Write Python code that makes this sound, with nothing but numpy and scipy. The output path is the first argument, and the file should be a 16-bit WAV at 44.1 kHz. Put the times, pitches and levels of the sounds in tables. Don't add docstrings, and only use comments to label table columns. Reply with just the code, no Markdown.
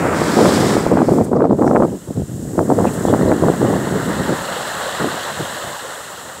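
import sys
import numpy as np
from scipy import signal
from scipy.fft import rfft, irfft
from scipy.io import wavfile
from scipy.ndimage import uniform_filter1d, minimum_filter1d, map_coordinates

SR = 44100
rng = np.random.default_rng(int(sys.argv[2]) if len(sys.argv) > 2 else 0)


def unload_wav(signal):
    wavfile.write(
        sys.argv[1],
        SR,
        np.round(np.clip(np.atleast_2d(signal).T, -1, 1) * 32767).astype(np.int16),
    )


N = 282240

# time in seconds, relative peak in dB, pitch in Hz.
HARD_EDDIES = [(0.218, -1, 387), (.389, 0, 514), (.457, 0, 860), (0.63, -5, 454), (.768, 4, 416),
               (.866, 7, 430), (.927, 6, 373), (0.973, -2, 690), (.99, -4, 610), (1.018, -3, 500),
               (1.086, 2, 383), (1.122, -2, 342), (1.186, -4, 499.5), (1.212, 2.5, 353), (1.333, 2, 506),
               (1.366, -16, 496), (1.407, -5, 620), (1.422, 0, 519), (1.444, -9, 600), (1.531, -1, 377.5),
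               (1.645, -3, 517), (1.678, -2, 651), (1.714, -1, 470), (1.75, -8, 376), (1.762, -3.5, 885),
               (1.768, -1, 660), (1.824, 5, 596), (1.836, -5, 480), (2.581, -15, 480.6), (2.592, -1, 643),
               (2.715, -3.5, 440), (2.789, -4.5, 570.6), (2.854, -2, 498.8), (3.053, 2.5, 397.4),
               (3.129, -0.5, 398.8), (3.139, 3, 664.5), (3.318, -5, 850), (3.326, -2, 429.6),
               (3.444, -8, 430), (3.485, 0, 598.3), (3.739, -6, 478), (5.045, -9, 443)]
# frequency in Hz, relative level in dB.
FIZZ_SPECTRUM = [(3500, -25), (5200, -11), (6200, -9), (7000, -2), (7700, 0), (8400, -2.5), (9400, -10.5),
                 (11500, -11.5), (13500, -14.5), (15700, -17)]


def air():
    # start in seconds, hold in seconds, level in dB, pace in octaves above the usual.
    gusts = [(.375, 0.11, -10.5, .08), (0.523, .25, -16, -0.13), (.915, .11, -12.5, -0.047),
             (1.08, .135, -13, -.15), (1.328, 0.13, -13.5, 0.19), (1.502, 0.029, -11, -.1),
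             (1.598, 0.25, -13, .2), (2.091, .016, -21, 0), (2.169, .055, -17, -0.54),
             (2.293, 0.19, -26, -.45), (2.59, 0.034, -13, -0.045), (2.696, 0.034, -13, 0),
             (2.775, .1, -14, -0.054), (3.085, .07, -13, -.15), (3.2, .14, -14, -0.044),
             (3.42, 0.082, -13, -0.013), (3.617, .035, -11, -0.14), (3.691, 0.086, -16, 0.054),
             (3.934, 0.031, -16.5, -0.019), (4.08, .02, -17, 0), (4.202, .012, -17, 0.0059),
             (4.294, 0.028, -15, 0.065), (5.01, 0.066, -19.5, 0.16), (5.408, .012, -22, -0.22),
             (5.626, 0.055, -34.5, -.1)]
    # time in seconds, level in dB.
    breeze = [(0, -19), (1.25, -21), (1.85, -21), (1.96, -23), (2.01, -39), (2.26, -37), (2.6, -22),
              (3.9, -21), (4.3, -25), (4.45, -33), (4.65, -39), (5.15, -36), (5.9, -46.5), (6.4, -42.5)]
    attack_s, release_s, breeze_octaves = .014, .016, -.05
    t = np.arange(N) / SR
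    power = undb(curve(breeze)) ** 2
    weighted_pace = power * breeze_octaves
    for start, hold, db, octaves in gusts:
        rise = np.exp(-(np.maximum(start - t, 0) / attack_s) ** 2)
        fall = np.exp(-np.maximum(t - start - hold, 0) / release_s)
        gust_power = (undb(db) * rise * fall) ** 2
        power += gust_power
        weighted_pace += gust_power * octaves
    return 10 * np.log10(power), weighted_pace / power


def wind_rumble(air_db, pace):
    # frequency in Hz, relative level in dB.
    eddy_spectrum = [(25, -41), (42, -46), (70, -12), (125, -3.5), (220, 1.5), (450, -3.5), (700, -12.5),
                     (1000, -22), (1500, -39.5), (2500, -58), (4000, -53.5)]
    t = np.arange(N) / SR
    puff_depth_db = np.interp(air_db, [-38, -26], [3.5, .4])
    level_db = air_db + puff_depth_db * (wander(8.56) - .4)
    flutter_db = 6.2 * np.tanh(wander(66) / 2)
    surges = sum(np.interp(t, [s - .008, s, s + .012], [0, hz / 800, 0]) for s, _, hz in HARD_EDDIES)
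    hurry = np.tanh(surges)
    speed = 2 ** (pace - .07 + .02 * (level_db + 15) + .04 * flutter_db + .45 * hurry)
    pattern = colour(rng.standard_normal(N), eddy_spectrum)
    pattern /= np.sqrt(uniform_filter1d(pattern ** 2, size=1000, mode="wrap"))
    position = np.cumsum(speed) % (N - 1)
    swept = map_coordinates(pattern, [position], order=3, mode="wrap")
    return unit(swept * undb(flutter_db)) * undb(level_db + .32 + .83 * hurry)


def lesser_eddies(air_db, pace):
    per_s, usual_hz, weakest_air_db = 16, 500, -16
    eddies = []
    for slot, (when, size, pitch) in enumerate(rng.random((int(per_s * N / SR), 3))):
        time_s = (slot + when) / per_s
        i = min(int(time_s * SR), N - 1)
        if air_db[i] > weakest_air_db:
            peak_db = air_db[i] + 7 + 7 * (size - .5)
            hz = usual_hz * 2 ** (pace[i] + .6 * (pitch - .5))
            eddies.append((time_s, peak_db, hz))
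    return eddies


def wind_thumps(eddies):
    core_db, core_speedup = -24.5, 1.87
    out, t = np.zeros(N), np.arange(N) / SR
    push_pull = lambda phase: phase * np.exp((1 - phase ** 2) / 2)
    for (time_s, db, hz), sign in zip(eddies, rng.choice([-1, 1], len(eddies))):
        phase = 2 * np.pi * hz * (t - time_s)
        near = np.abs(phase) < 10
        core = undb(core_db) * push_pull(core_speedup * phase[near])
        out[near] += sign * undb(db - .8) * (push_pull(phase[near]) + core)
    return out


def wave():
    # time in seconds, relative level in dB.
    rush_levels = [(1.3, -53), (1.7, -49), (2.1, -56.5), (2.45, -56), (2.85, -39), (3.6, -35.5),
                   (4.25, -31.5), (5.1, -31), (5.7, -35.5), (6.4, -42)]
    # frequency in Hz, relative level in dB.
    rush_spectrum = [(150, -18), (320, -6), (390, -0.5), (460, 2), (600, 5.5), (750, 2.5), (860, 3),
                     (1020, 3.5), (1250, 3), (1550, 2.5), (1850, 1.5), (2050, -4), (2300, -15), (3200, -48)]
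    sheet_spectrum = [(1800, -9), (2300, -9), (2600, -1), (2850, 3.5), (3300, 2), (4100, 3), (4800, -6),
                      (6000, -10), (9000, -27)]
    turn_s, turn_ease_s = 4.25, .45
    fade_in = curve([(1.2, 0), (1.9, .91)])
    rush_db = curve(rush_levels)
    draining = .5 + .5 * np.tanh((np.arange(N) / SR - turn_s) / turn_ease_s)
    sheet_db = np.maximum(rush_db - 7 + 6 * draining, -54.5)
    rush = colour(grains(per_s=1500, spread_db=1.5, pop_share=.24), rush_spectrum)
    rush *= undb(rush_db + 6 + .9 * wander(11))
    trickle = bubbles(per_s=160, low_hz=469, high_hz=1893, cycles=9, spread_db=3) * undb(rush_db + 1.5)
    sheet = colour(grains(per_s=2500, spread_db=4, pop_share=.35), sheet_spectrum)
    sheet *= undb(sheet_db + .43 * wander(7.2))
    prickle = bubbles(per_s=220, low_hz=2687, high_hz=4420, cycles=15.5, spread_db=5)
    prickle *= undb(sheet_db - 8.5)
    return (rush + trickle + sheet + prickle) * fade_in


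def bubbles(per_s, low_hz, high_hz, cycles, spread_db):
    out = np.zeros(N + SR)
    for when, pitch, strength in rng.random((int(per_s * N / SR), 3)):
        hz = low_hz * (high_hz / low_hz) ** pitch
        age = np.arange(int(5 * cycles * SR / hz)) * hz / (SR * cycles)
        ring = np.sin(2 * np.pi * cycles * age * (1 + .019 * age)) * np.exp(-age)
        level_db = -spread_db * np.log(max(1 - strength, .02))
        start = int(when * N)
        out[start:start + len(age)] += ring * undb(level_db)
    return unit(out[:N])


def sand():
    # time in seconds, relative crunch level in dB, relative hiss level in dB.
    grind_levels = [(0, -27.5, -43), (.1, -27.5, -45), (.18, -28.5, -35), (.52, -29, -28.5),
                    (.72, -29, -31.5), (.97, -37.5, -47.5), (1.3, -47, -51)]
    # frequency in Hz, relative level in dB.
    crunch_spectrum = [(300, 4), (600, 5), (1400, 1.5), (2000, -4.5), (2500, -11), (3200, -21.5),
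                       (4500, -41)]
    hiss_spectrum = [(1800, -13), (2700, -8), (3200, -1.5), (3900, -2), (5200, -1.5), (6300, -6.5),
                     (8000, -8.5), (10000, -13.5), (15000, -37)]
    crunch_db, hiss_db = curve(grind_levels, column=1), curve(grind_levels, column=2)
    settling = curve([(1.2, .92), (1.34, .21)])
    crunch = colour(grains(per_s=2500, spread_db=2.5, pop_share=.58), crunch_spectrum)
    crunch *= undb(crunch_db + 9 + wander(17))
    hiss = colour(grains(per_s=4000, spread_db=3, pop_share=.31), hiss_spectrum)
    hiss *= undb(hiss_db + 2.5 + .8 * wander(25))
    sparkle = colour(grains(per_s=3000, spread_db=1, pop_share=.27), FIZZ_SPECTRUM) * undb(hiss_db - 2.5)
    return (crunch + hiss + sparkle) * settling


def foam():
    # time in seconds, relative level in dB.
    fizz_levels = [(0, -39), (.8, -39), (.98, -45), (1.15, -40), (1.35, -52.5), (1.48, -55), (1.6, -46),
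                   (2.2, -45), (3.05, -36), (3.25, -39), (4.7, -35), (5.6, -36), (6.4, -40.5)]
    fizz = colour(grains(per_s=3000, spread_db=2, pop_share=.36), FIZZ_SPECTRUM)
    return fizz * undb(curve(fizz_levels) + .6 + .25 * wander(30))


def grit_and_drops():
    # middle in seconds, level in dB, pitch in Hz, width in octaves, fade time in seconds.
    ticks = [(1.078, -46, 4997, 0.34, .045), (1.131, -43, 8000, 0.38, .015), (1.246, -36.5, 8300, .4, 0.01),
             (1.364, -46, 5160, .25, 0.0044), (1.678, -46, 5668, .25, .025),
             (2.877, -36.5, 2600, .25, 0.014), (2.942, -37, 8160, 0.52, 0.014),
             (3.092, -39.5, 3406, 0.22, 0.022), (3.289, -43, 4072, .15, 0.0086)]
    out, t = np.zeros(N), np.arange(N) / SR
    for middle_s, db, hz, width, fade_s in ticks:
        band = [(hz / 4 ** width, -18), (hz, 0), (hz * 4 ** width, -18)]
        burst = colour(rng.standard_normal(N), band)
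        out += burst * undb(db) * np.exp(-((t - middle_s) / fade_s) ** 2)
    return out


def grains(per_s, spread_db, pop_share):
    clicks = (rng.random(N) < per_s / SR) * rng.choice([-1, 1], N)
    sizes = undb(spread_db * np.minimum(rng.exponential(size=N), 5))
    return np.sqrt(pop_share) * unit(clicks * sizes) + np.sqrt(1 - pop_share) * rng.standard_normal(N)


def colour(noise, spectrum):
    hz, db = np.transpose(spectrum)
    f = np.maximum(np.fft.rfftfreq(len(noise), 1 / SR), 1)
    gain = undb(np.interp(np.log(f), np.log(hz), db))
    roll_off = np.minimum(f / hz[0], 1) ** 2 * np.minimum(hz[-1] / f, 1) ** 2
    return unit(irfft(rfft(noise) * gain * roll_off, len(noise)))


def wander(per_s):
    ratio = np.fft.rfftfreq(N, 1 / SR) / per_s
    return unit(irfft(rfft(rng.standard_normal(N)) * ratio / (1 + ratio ** 2) ** 2, N))


def curve(table, column=1):
    rows = np.array(table)
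    return np.interp(np.arange(N) / SR, rows[:, 0], rows[:, column])


def unit(x):
    return x / np.sqrt(np.mean(x ** 2))


def undb(db):
    return 10 ** (np.asarray(db) / 20)


def scene():
    beach = sand() + wave() + foam() + grit_and_drops()
    air_db, pace = air()
    rumble = wind_rumble(air_db, pace)
    thumps = wind_thumps(list(HARD_EDDIES) + lesser_eddies(air_db, pace))
    return (rumble + thumps + beach)[None]


def record(dry):
    low_cut_hz, high_cut_hz = 48, 15700
    ceiling, window_samples = .97, 100
    sound = signal.sosfilt(signal.butter(4, low_cut_hz, "high", fs=SR, output="sos"), dry)
    needed_gain = ceiling / np.maximum(np.abs(sound), ceiling)
    held_gain = minimum_filter1d(needed_gain, size=window_samples)
    limited = sound * uniform_filter1d(held_gain, size=window_samples)
    return signal.sosfilt(signal.ellip(12, .1, 80, high_cut_hz, fs=SR, output="sos"), limited)


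dry = scene()
out = record(dry)
unload_wav(out)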